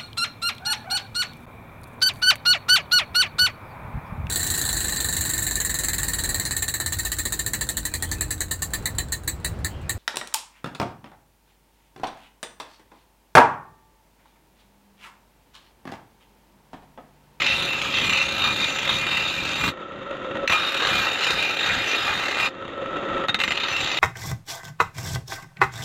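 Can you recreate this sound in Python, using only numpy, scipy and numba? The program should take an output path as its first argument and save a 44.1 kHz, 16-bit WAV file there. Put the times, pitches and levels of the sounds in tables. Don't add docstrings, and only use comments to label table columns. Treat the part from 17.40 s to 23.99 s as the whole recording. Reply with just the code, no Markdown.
import sys
import numpy as np
from scipy import signal
from scipy.fft import rfft, irfft, next_fast_len
from scipy.io import wavfile
from scipy.ndimage import uniform_filter1d
from numba import njit

SR = 44100
rng = np.random.default_rng(int(sys.argv[2]) if len(sys.argv) > 2 else 0)


def transcribe(u):
    v = np.clip(np.atleast_2d(u).T, -1, 1)
    q = np.round(v * 32767).astype(np.int16)
    wavfile.write(sys.argv[1], SR, q)


def field_ratio(decibels):
    return 10 ** (np.asarray(decibels, dtype=float) / 20)


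N = 290619
STEP = 64
WHEEL_HZ = 35.82

# (touch [s], lift [s], bite [dB])
STROKES = [
    (0, 2.292, -26),
    (3.096, 5.072, -27),
    (5.988, 6.7, -32),
]
# (body [dB], rumble [dB], sizzle [dB])
STROKE_SHARES = [
    (-7, -18, -30),
    (-2, -25.5, -29),
    (-3, -24, -32.5),
]
# (time [s], length [s], extra bite [dB])
PUSHES = [(.09, 0.26, 4.5), (.6, 0.22, 5), (.78, 0.28, 5), (1.05, .15, 4.5), (1.24, .18, 5),
          (1.55, 0.23, 2), (1.82, .2, 1.5), (2.12, .12, 2), (2.26, .15, 3), (3.13, .12, 4), (3.55, 0.46, 7),
          (3.85, 0.24, 6), (4.05, .25, 4), (4.33, 0.44, 2.5), (4.52, .2, 3.5), (4.72, .25, 2.5),
          (5.05, 0.16, 4), (6.17, .12, 4), (6.27, .25, 4), (6.42, .25, 3.5), (6.62, 0.87, 9)]
# (time [s], length [s], weight [dB], sparks [dB])
LEANS = [(.2, 0.36, 4.5, 5), (.45, .2, 3, 3), (.68, 0.29, 8, 8), (.9, .2, 4, 0.1), (1.12, .4, 7, 5),
         (1.55, .3, 5, 2), (1.75, .3, 1, 3.5), (2.0, .25, 5, 2), (2.27, .3, 11, 8), (3.12, .2, 7, 7),
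         (3.37, .2, -6, 1.5), (3.57, .3, 15, 6), (3.95, .35, 16, 4), (4.35, .35, 17, 4), (4.72, .35, 15, 3),
         (5.03, 0.17, 10, 5), (6.07, 0.18, 9, 3), (6.43, 0.22, 14, 4), (6.58, .2, 5, 5)]
# (time [s], length [s], drop [dB])
SKIPS = [(3.09, .012, -5), (3.335, .015, -3), (4.155, .02, -7), (4.183, .015, -4), (4.575, .015, -3),
         (6.028, .022, -12), (6.067, .026, -12), (6.098, .022, -10), (6.128, .01, -5), (6.143, .014, -6),
         (6.166, .016, -3), (6.193, .016, -3)]
# (time [s], peak [dB], body share [dB])
SNAGS = [(0.0194, -10, -1.5), (0.0453, -12, -1.5), (0.0643, -8, -1.5), (0.1206, -12, -1.5),
         (0.2224, -14, -1.5), (0.3257, -13, -1.5), (0.3815, -14, -1.5), (0.416, -16, -1.5),
         (0.4354, -16, -1.5), (0.4853, -17, -1.5), (0.5237, -15, -1.5), (0.5407, -13, -1.5),
         (0.5676, -11, -1.5), (0.6958, -11, -1.5), (0.7272, -12, -1.5), (0.7726, -10, -1.5),
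         (0.8155, -12, -1.5), (0.8849, -17, -1.5), (0.9068, -17, -1.5), (0.9178, -13, -1.5),
         (0.9472, -15, -1.5), (0.9807, -14, -1.5), (1.0395, -10, -1.5), (1.1618, -13, -1.5),
         (1.2002, -13, -1.5), (1.2431, -9, -1.5), (1.2835, -11, -1.5), (1.3404, -14, -1.5),
         (1.3528, -16, -1.5), (1.3862, -14, -1.5), (1.4292, -15, -1.5), (1.4521, -17, -1.5),
         (1.4755, -14, -1.5), (1.4925, -10, -1.5), (1.5419, -13, -1.5), (1.6137, -16, -1.5),
         (1.6676, -13, -1.5), (1.6876, -13, -1.5), (1.712, -13, -1.5), (1.7699, -11, -1.5),
         (1.9405, -16, -1.5), (1.9634, -16, -1.5), (2.0502, -13, -1.5), (2.0892, -13, -1.5),
         (2.156, -12, -1.5), (2.2373, -12, -1.5), (2.2777, -14, -1.5),
         (3.1244, -10, -1.5), (3.1827, -15, -1.5), (3.1957, -14, -1.5), (3.2665, -12, -1.5),
                (3.3214, -13, -1.5), (3.3444, -15, -1.5), (3.3673, -13, -1.5), (3.3953, -13, -1.5),
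                (3.4222, -9, -1.5), (3.4506, -10, -1.5), (3.4701, -9, -1.5), (3.5309, -11, -1.5),
                (3.6696, -10, -1.5), (3.7145, -12, -1.5), (3.7315, -12, -1.5), (3.7569, -16, -1.5),
                (3.7729, -16, -1.5), (3.7899, -14, -1.5), (3.8083, -11, -1.5), (3.8218, -12, -1.5),
                (3.8343, -12, -1.5), (3.8667, -10, -1.5), (3.9056, -11, -1.5), (3.9759, -13, -1.5),
                (4.0268, -14, -1.5), (4.0942, -13, -1.5), (4.1685, -16, -1.5), (4.1904, -12, -1.5),
                (4.2079, -12, -1.5), (4.4603, -11, -1.5), (4.4778, -11, -1.5), (4.4938, -9, -1.5),
                (4.5127, -12, -1.5), (4.5491, -14, -1.5), (4.5821, -13, -1.5), (4.6674, -14, -1.5),
                (4.7287, -15, -1.5), (4.7756, -15, -1.5), (4.7901, -13, -1.5), (4.818, -14, -1.5),
                (4.8355, -13, -1.5), (4.8829, -14, -1.5), (4.9108, -12, -1.5), (4.9457, -15, -1.5),
                (4.9692, -13, -1.5), (4.9866, -11, -1.5), (5.0465, -13, -1.5),
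         (6.1553, -17, -1.5), (6.1742, -16, -1.5), (6.1997, -17, -1.5), (6.2346, -16, -1.5),
               (6.284, -12, -1.5), (6.3249, -17, -1.5), (6.3344, -15, -1.5), (6.3648, -11, -1.5),
               (6.4017, -14, -1.5), (6.4262, -13, -1.5), (6.4616, -14, -1.5), (6.4726, -11, -1.5),
               (6.515, -13, -1.5), (6.5708, -12, -1.5)]
# (time [s], peak [dB], ring [dB], body [dB])
CATCHES = [(.0185, -14, -33, -28), (.09, -25, -8, -29), (.54, -23.5, -3, -12), (1.4917, -14.5, -3, -6),
           (1.712, -20, -8, -13), (1.775, -23, -23, -12), (2.2387, -27, -23, 5), (2.2784, -22, -23, 2),
           (3.4496, -30, -19, 7), (3.47, -18, -29, -8), (5.0724, -25, -26, -19)]
# (time [s], peak [dB], ring [dB], body [dB])
BOUNCES = [(3.0761, -5, -40, -21.5), (3.0973, -16.5, -19, 1.5), (3.1224, -13.5, -31, -7),
           (5.8839, -14, -3, -1), (5.8924, -14.5, -9, -1), (5.944, -6.5, -13, -2), (5.9895, -20, -26, -16),
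           (6.0016, -13, -25, -19), (6.015, -14, -20, -11), (6.0367, -7, -21, -16), (6.0778, -16.5, -17, 0),
           (6.1065, -11, -27, -9), (6.1194, -11.5, -31, -18), (6.149, -26, -19, -26),
           (6.1736, -25, -15, -11), (6.1998, -23, -17, -16), (6.234, -24.5, -6, 1), (6.2834, -18, -31, -14),
           (6.3153, -23, -6.5, -3), (6.3642, -14, -16, -19), (6.4033, -24, -15, -9)]
# (frequency [Hz], level [dB])
EDGE_TONE = [(25, -22), (80, -6), (450, -5), (1000, -13), (1500, -4), (2300, -2), (3300, -3), (4000, -6),
             (4800, -35.5), (5700, -27.5), (7200, -17), (7700, -35), (10300, -43), (15600, -51.5)]
PATCH_EDGES_HZ = [20, 700, 1150, 1750, 2300, 3000, 3550, 4700, 6000, 9000, 12000, 18000]
# (frequency [Hz], width [Hz], level [dB])
CHEEK_MODES = [(1266, 142, -10), (1588, 250, -9.5), (1875, 134, -12.5), (2088, 173, -14.5), (2577, 55, -15),
               (2948, 250, -13.5), (4135, 61, -21.5), (4470, 98, -24)]
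# (time [s], length [s], swell [dB])
BOOMS = [(.1, .3, -4), (.47, .1, 3), (.75, .2, 3), (1.07, .2, 4), (1.5, .2, 2), (2.25, .15, 3),
         (3.15, .15, 4), (3.25, .2, 4), (3.45, .25, 5), (3.66, .15, 5), (4.0, .3, -5), (4.26, .1, 3),
         (4.35, .1, -3), (4.55, .2, 2), (4.72, .15, 1.5), (4.87, .15, 3), (5.0, .15, 3), (6.25, .15, 5)]
# (frequency [Hz], width [Hz], level [dB])
BLADE_MODES = [(4980, 150, -5), (5350, 100, -6), (6030, 50, 0), (6630, 60, -4), (7120, 70, -3),
               (7800, 55, -12), (8010, 45, -14), (8530, 60, -17), (9000, 60, -18), (9600, 130, -20),
               (10900, 100, -20), (11500, 100, -20), (12480, 100, -19), (12900, 110, -19),
               (13400, 140, -19), (14600, 75, -14), (15000, 90, -19), (15380, 70, -17)]
# (frequency [Hz], width [Hz])
SINGERS = [
    (2435, 35),
    (2718, 45),
    (3710, 22),
    (7270, 84),
]
SING_REST_DB = (-11, -9, -13, -25)
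# (time [s], length [s], swell [dB])
SONGS_LOW = [(0.697, 0.27, 12), (1.075, 0.2, 11), (1.23, .16, 10), (1.622, .3, 7), (1.97, 0.23, 8),
             (2.23, .15, 10), (3.13, .13, 15), (3.21, .1, 8), (3.57, .25, 14.5), (4.05, .3, 14),
             (3.87, .2, 8), (4.3, 0.23, 8), (4.5, .3, 12), (4.69, .15, 15), (4.82, .1, 8),
             (5.035, 0.24, 14), (6.0, .1, 8), (6.58, .3, 6)]
SONGS_MID = [(.11, 0.27, 14), (.32, .2, 10), (.56, 0.13, 11), (.79, .2, 11.5), (1.3, 0.18, 4.4),
             (1.78, 0.27, 11.4), (2.2, .3, 5.4), (3.1, .1, 6), (3.7, .2, 12), (4.05, .25, 7.7),
             (4.84, 0.18, 5), (5.03, .15, 8.7), (4.5, .15, 7), (6.0, .05, 8), (6.22, .1, 8),
             (6.36, .35, 12), (6.55, .15, 6)]
SONGS_HIGH = [(.2, 0.43, 6.9), (.62, .3, 5.4), (1.065, .22, 14), (1.21, 0.22, 14), (1.54, .2, 12.4),
              (1.72, 0.16, 9), (1.88, .25, 10), (2.15, .2, 7.4), (3.15, .15, 8), (3.25, .24, 13),
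              (3.42, .2, 11), (3.55, .15, 7), (3.7, .15, 11), (3.95, .3, 11), (4.25, .3, 9), (4.39, .15, 8),
              (4.59, .2, 11), (4.77, .14, 9), (5.04, .12, 13), (6.24, .2, 13), (6.42, .2, 11),
              (6.59, 0.35, 15)]
SONGS_TOP = [(.7, 0.23, 13), (2.22, .25, 10), (3.5, 0.39, 10), (4.3, .4, 9), (5.05, .15, 8), (6.09, .2, 17),
             (6.42, 0.28, 16), (6.57, 0.17, 12)]
# (frequency [Hz], width [Hz], level [dB])
HALO = (3790, 140, -12)
# (frequency [Hz], width [Hz], rest level [dB])
WHISTLE = (4520, 40, -30)
# (time [s], length [s], swell [dB])
WHISTLES = [(.96, .06, 10), (1.045, .09, 14), (1.27, .12, 12), (1.44, .08, 8), (1.51, .06, 11),
            (1.77, .06, 8), (1.87, .09, 14), (2.07, .1, 12), (6.25, .05, 10), (6.53, .1, 10)]
# (start [s], duck [s], rattle at start [dB], climb [dB per s])
PAUSES = [
    (2.335, 3.06, -51.5, 11.5),
    (5.1, 5.852, -50.5, 15.5),
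]
# (frequency [Hz], level [dB])
RATTLE_TONE = [(25, -13), (100, -6.5), (300, 2), (650, -9), (1000, -5), (1500, -8), (2200, -11),
               (3700, -13), (4100, -55), (5500, -38.5), (6500, -32.5), (7400, -35.5), (8200, -55),
               (15600, -97)]
# (frequency [Hz], width [Hz], level [dB])
RATTLE_MODES = [(1890, 70, -3), (2730, 30, -9), (3700, 200, -11)]
# (frequency [Hz], width [Hz])
HOUSING = [
    (540, 40),
    (1322, 45),
]
# (time [s], length [s], swell [dB])
HUMS = [(2.72, .15, 5), (2.88, .1, 4), (3.03, .15, 6), (5.4, .15, 5), (5.62, .15, 3), (5.83, .06, 1.5)]
# (time [s], peak over the rattle [dB])
HARD_TICKS = [(2.4003, -13), (2.5195, -13), (2.5879, -12), (2.6318, -12), (2.7107, -5.5), (2.7677, -8.5),
              (2.8622, -16), (2.97, -5), (5.2236, -10), (5.252, -8), (5.2797, -5.5), (5.3349, -14),
              (5.3774, -12), (5.459, -9), (5.5135, -16), (5.5674, -12), (5.6502, -19), (5.6881, -18),
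              (5.7796, -7), (5.8388, -10)]


def level(x):
    return x / np.sqrt(np.mean(x ** 2))


def band(x, lo_hz, hi_hz, order=2):
    return signal.sosfilt(signal.butter(order, [lo_hz, hi_hz], "band", fs=SR, output="sos"), x)


def colour(x, points):
    hz, db = np.transpose(points)
    grid = np.fft.rfftfreq(4096, 1 / SR)[1:]
    log_gain = np.log(field_ratio(np.interp(np.log(np.r_[1, grid]), np.log(hz), db)))
    cepstrum = irfft(log_gain)
    cepstrum[1:2048] *= 2
    cepstrum[2049:] = 0
    return signal.fftconvolve(x, irfft(np.exp(rfft(cepstrum))))[:N]


def walk(rate):
    k = int(SR / STEP / rate)
    held = np.repeat(rng.standard_normal(200), k)
    return 1.3 * uniform_filter1d(uniform_filter1d(held, k), k)[:N // STEP + 1]


def swells(rows):
    t, out = np.arange(N // STEP + 1) * STEP / SR, 0
    for s, length, db in rows:
        out = out + db * np.cos(np.pi * np.clip((t - s) / length, -.5, .5)) ** 2
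    return np.interp(np.arange(N), t * SR, out)


def bursts(rate, spread_db, decay_s):
    hits = (rng.random(N) < rate / SR) * field_ratio(spread_db * np.minimum(rng.exponential(size=N), 2))
    return signal.lfilter([1], [1, -np.exp(-1 / (decay_s * SR))], hits)


def grit(coarse_db):
    return level(rng.standard_normal(N) * field_ratio(coarse_db * rng.exponential(size=N)))


@njit
def resonate(x, hz, gain, width_hz, step):
    y, z, r = np.empty(len(x)), 0j, np.exp(-np.pi * width_hz / SR)
    for k in range(len(hz)):
        turn = 2 * np.pi * hz[k] / SR
        p = complex(r * np.cos(turn), r * np.sin(turn))
        for i in range(k * step, min(len(x), (k + 1) * step)):
            z = z * p + gain[k] * x[i]
            y[i] = z.imag
    return y * np.sqrt(2 * (1 - r * r))


def ring(x, hz, width_hz, wander=0., fade_db=0., rate=5):
    pitch = hz * (1 + wander * walk(rate))
    return resonate(x + 1e-18, pitch, field_ratio(fade_db * walk(rate)), 1. 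* width_hz, STEP)


def squeal(hz, waver, rate):
    k = int(SR / rate)
    drift = np.repeat(rng.standard_normal(N // k + 1), k)[:N]
    pitch = hz * (1 + waver * uniform_filter1d(drift, k))
    return np.sqrt(2) * np.sin(2 * np.pi * np.cumsum(pitch) / SR)


def contact():
    t, out = np.arange(N) / SR, np.zeros((4, N))
    out[0] = -150
    lift_db_per_s = 700
    for (touch, lift, bite_db), shares in zip(STROKES, STROKE_SHARES):
        on = t >= touch
        out[0, on] = np.maximum(bite_db - lift_db_per_s * np.maximum(t[on] - lift, 0), -150)
        out[1:, on] = np.array(shares)[:, None]
    return out


def pressure():
    rest, body, rumble, sizzle = contact()
    push = swells(PUSHES)
    weight = swells([row[:3] for row in LEANS])
    sparks = swells([row[:2] + row[3:] for row in LEANS])
    body = body + .15 * weight + (0.37 - 1) * push
    rumble = rumble + weight + (0.37 - 1) * push
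    sizzle = sizzle + sparks + (0.38 - 1) * push
    tables = [SONGS_LOW, SONGS_MID, SONGS_HIGH, SONGS_TOP]
    songs = [field_ratio(rest + db + swells(rows)) for db, rows in zip(SING_REST_DB, tables)]
    return field_ratio(rest + push), field_ratio(body), field_ratio(rumble), field_ratio(sizzle), songs


def snags():
    s, db, body_db = np.transpose(SNAGS)
    t = np.arange(SR // 20) / SR
    shape = np.exp(-t / .006) + 1.6 * np.exp(-t / .001)
    slack_db, slack_s = -3, .014
    loose = field_ratio(swells(SKIPS) + swells([(at - slack_s / 2, slack_s, slack_db) for at in s]))
    kicks = np.zeros((2, N))
    kicks[:, (s * SR).astype(int)] = field_ratio((np.array([db, db + body_db]) + 1.5) / 2)
    return loose * (1 + signal.fftconvolve(kicks, shape[None])[:, :N])


def landings():
    out = np.zeros((4, N))
    for rows, treble_db, t60 in [(CATCHES, -30, 0.039), (BOUNCES, -21, .035)]:
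        for s, db, ring_db, body_db in rows:
            start = int(s * SR)
            t = np.arange(min(N - start, SR // 5)) / SR
            shape = np.exp(-np.log(1000) * t / t60) + 1.37 * np.exp(-t / 0.0008)
            shape += field_ratio(-14) * np.exp(-np.log(1000) * t / (3.5 * t60))
            gains = field_ratio(db + np.array([-6, ring_db, body_db, treble_db]))
            out[:, start:start + len(t)] += gains[:, None] * shape
    return out


def patchy(x):
    size = next_fast_len(N)
    spectrum, hz = rfft(x, size), np.fft.rfftfreq(size, 1 / SR)
    out = np.zeros(N)
    for lo, hi in zip(PATCH_EDGES_HZ, PATCH_EDGES_HZ[1:]):
        gain = field_ratio(min(hi / 1750, 1) * (2.6 * walk(11) - .8))
        gain = np.interp(np.arange(N), np.arange(N // STEP + 1) * STEP, gain)
        out += gain * irfft(spectrum * ((hz >= lo) & (hz < hi)), size)[:N]
    return out


def cheek(heavy, pressing):
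    booming = heavy * field_ratio(swells(BOOMS))
    out = np.zeros(N)
    for hz, width, db in CHEEK_MODES:
        force, fade_db = (booming, 3.5) if hz < 1950 else (pressing, 4)
        out += field_ratio(db) * ring(force, hz, width, 0.0062, fade_db=fade_db, rate=8)
    return out


def blade(coarse, hiss, sizzle):
    out = []
    for k, (hz, width, db) in enumerate(BLADE_MODES):
        force = np.roll(coarse, N // 19 * (k + 1)) * (hiss if k < 5 else sizzle)
        mode = ring(force, hz, 0.8 * width, 0.0033, fade_db=3.8, rate=14)
        out.append(field_ratio(db) * np.sqrt(width) * mode)
    return sum(out[:5]), sum(out[5:])


def singing(fine, catch, songs, knocks):
    out = []
    for song, knock, (hz, width) in zip(songs, knocks, SINGERS):
        force = fine * (catch ** .45 * field_ratio(-3.5) * song + knock)
        out.append(ring(force, hz, width, 0.0028) + field_ratio(-5.5) * song * squeal(hz, .009, 45))
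    return out


def axe():
    speed = WHEEL_HZ * (1 + 0.0618 * np.repeat(walk(3.4), STEP)[:N])
    turn = 2 * np.pi * np.cumsum(speed) / SR
    throb = field_ratio(1.1 * np.sin(turn) + 1.4 * np.sin(2 * turn))
    snag, snag_body = snags()
    jerks = 1 + 0.2 * bursts(90, 1.5, 0.0031) + 0.48 * bursts(220, 2.1, 0.0017)
    catch = field_ratio(-.7) * snag * level(throb * jerks)
    shudder = field_ratio(-.9) * snag_body * level(throb * (1 + 0.3 * bursts(50, 0.98, 0.0097)))
    bite, body, rumble, sizzle, songs = pressure()
    hit, hit_ring, hit_body, hit_treble = landings()
    fine, coarse = grit(1.5), grit(1.6)

    low = fine * (rumble * bite + field_ratio(-16) * hit_body)
    heavy = fine * (shudder * body * bite + field_ratio(-8) * hit_body)
    biting = fine * (catch * bite + field_ratio(-5.5) * hit)
    hiss = catch ** 1.02 * field_ratio(-17.0) * bite + field_ratio(-10) * hit_treble
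    sizzle = field_ratio(1.8) * catch ** 1.1 * sizzle * bite + field_ratio(-19) * hit_treble
    scrape = field_ratio(27) * band(low, 20, 360) + field_ratio(15.5) * band(heavy, 300, 1950)
    scrape += field_ratio(9.5) * band(biting, 1950, 4700)
    scrape += field_ratio(29) * band(coarse * hiss, 4700, 7600)
    scrape += field_ratio(42.5) * band(coarse * sizzle, 7600, 17000)
    scrape = patchy(colour(scrape, EDGE_TONE))

    middle = cheek(heavy, fine * (catch * bite + field_ratio(-2.5) * hit))
    upper, top = blade(coarse, hiss, sizzle)
    knocks = [field_ratio(-17) * hit, field_ratio(-16) * hit, field_ratio(-1.0) * hit_ring, field_ratio(-20) * hit_treble]
    sing = singing(fine, catch, songs, knocks)
    hz, width, db = HALO
    middle += field_ratio(db) * ring(fine * catch * songs[2], hz, width, 0.008)
    hz, width, db = WHISTLE
    middle += field_ratio(db) * ring(fine * bite * field_ratio(swells(WHISTLES)), hz, width, 0.003)
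    middle = band(middle + sum(sing[:3]), 832, 4600, order=6)
    upper = band(field_ratio(-26.0) * upper + sing[3], 4340, 7350, order=6)
    return scrape + middle + upper + field_ratio(-15.0) * band(top, 5700, 14400)


def idle_gain():
    t, db = np.arange(N) / SR, np.full(N, -49.5)
    free = np.zeros(N, bool)
    duck_db_per_s = 800
    for start, duck, start_db, climb_db in PAUSES:
        now = (t >= start) & (t < duck + .025)
        gain_db = start_db + climb_db * (t - start) - duck_db_per_s * np.maximum(t - duck, 0)
        db[now] = gain_db[now]
        free |= now
    return field_ratio(db), free


def bearing(rattle, free):
    jitter, scatter = rng.standard_normal((300, 2)).T
    at = (np.cumsum(1 + .2 * jitter) / WHEEL_HZ * SR).astype(int)
    out = np.zeros(N)
    out[at[at < N]] = field_ratio(-25 + 5 * scatter[at < N])
    s, db = np.transpose(HARD_TICKS)
    out[(s * SR).astype(int)] = field_ratio(db)
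    return out * rattle * free + 1e-9


def machine():
    rattle, free = idle_gain()
    hum = field_ratio(np.where(free, 11 - 3.5 + swells(HUMS), 6.5))
    ticks = bearing(rattle, free)
    jolt = signal.lfilter([1], [1, -np.exp(-1 / (0.0024 * SR))], ticks / rattle)
    shake = grit(1.5) * level(1 + .5 * bursts(72, 2.6, 0.0046) + field_ratio(12) * jolt)
    broad = colour(shake, RATTLE_TONE)
    broad = broad / np.std(band(broad, 2050, 3650))
    broad = broad + (field_ratio(.4) - 1) * band(broad, 20, 290)

    modes = sum(field_ratio(db) * ring(shake, hz, width) for hz, width, db in RATTLE_MODES)
    for gain, (hz, width) in zip([hum, field_ratio(8)], HOUSING):
        modes = modes + gain * ring(shake, hz, width, 0.005)
    modes = modes + field_ratio(-4) * hum * squeal(HOUSING[0][0], .03, 25)

    ticks = ticks + 1e-9 * shake
    click = band(field_ratio(8.5) * ring(ticks, 9400, 250), 8600, 10200) + field_ratio(2.0) * band(ticks, 8000, 11500)
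    click += field_ratio(31) * band(ticks, 6500, 6900, order=3) + field_ratio(46.5) * band(ticks, 2500, 3400, order=7)
    haze = field_ratio(-52) * band(ring(shake, 13550, 300), 12500, 14500)
    haze += field_ratio(-43) * band(shake * np.abs(shake) / 2, 8500, 15300)
    return rattle * (field_ratio(1.0) * broad + haze + band(modes, 311, 4620, order=8)) + click


def scene():
    return (axe() + machine())[None]


def roll_off(x):
    return signal.sosfilt(signal.butter(12, 15710, fs=SR, output="sos"), x)


def record(dry):
    rounded = np.tanh(1.622 * dry) / 1.584
    top_cut = signal.ellip(7, .2, 22, 15500, fs=SR, output="sos")
    mix = signal.sosfilt(top_cut, rounded)
    return roll_off(mix)


dry = scene()
out = record(dry)
transcribe(out)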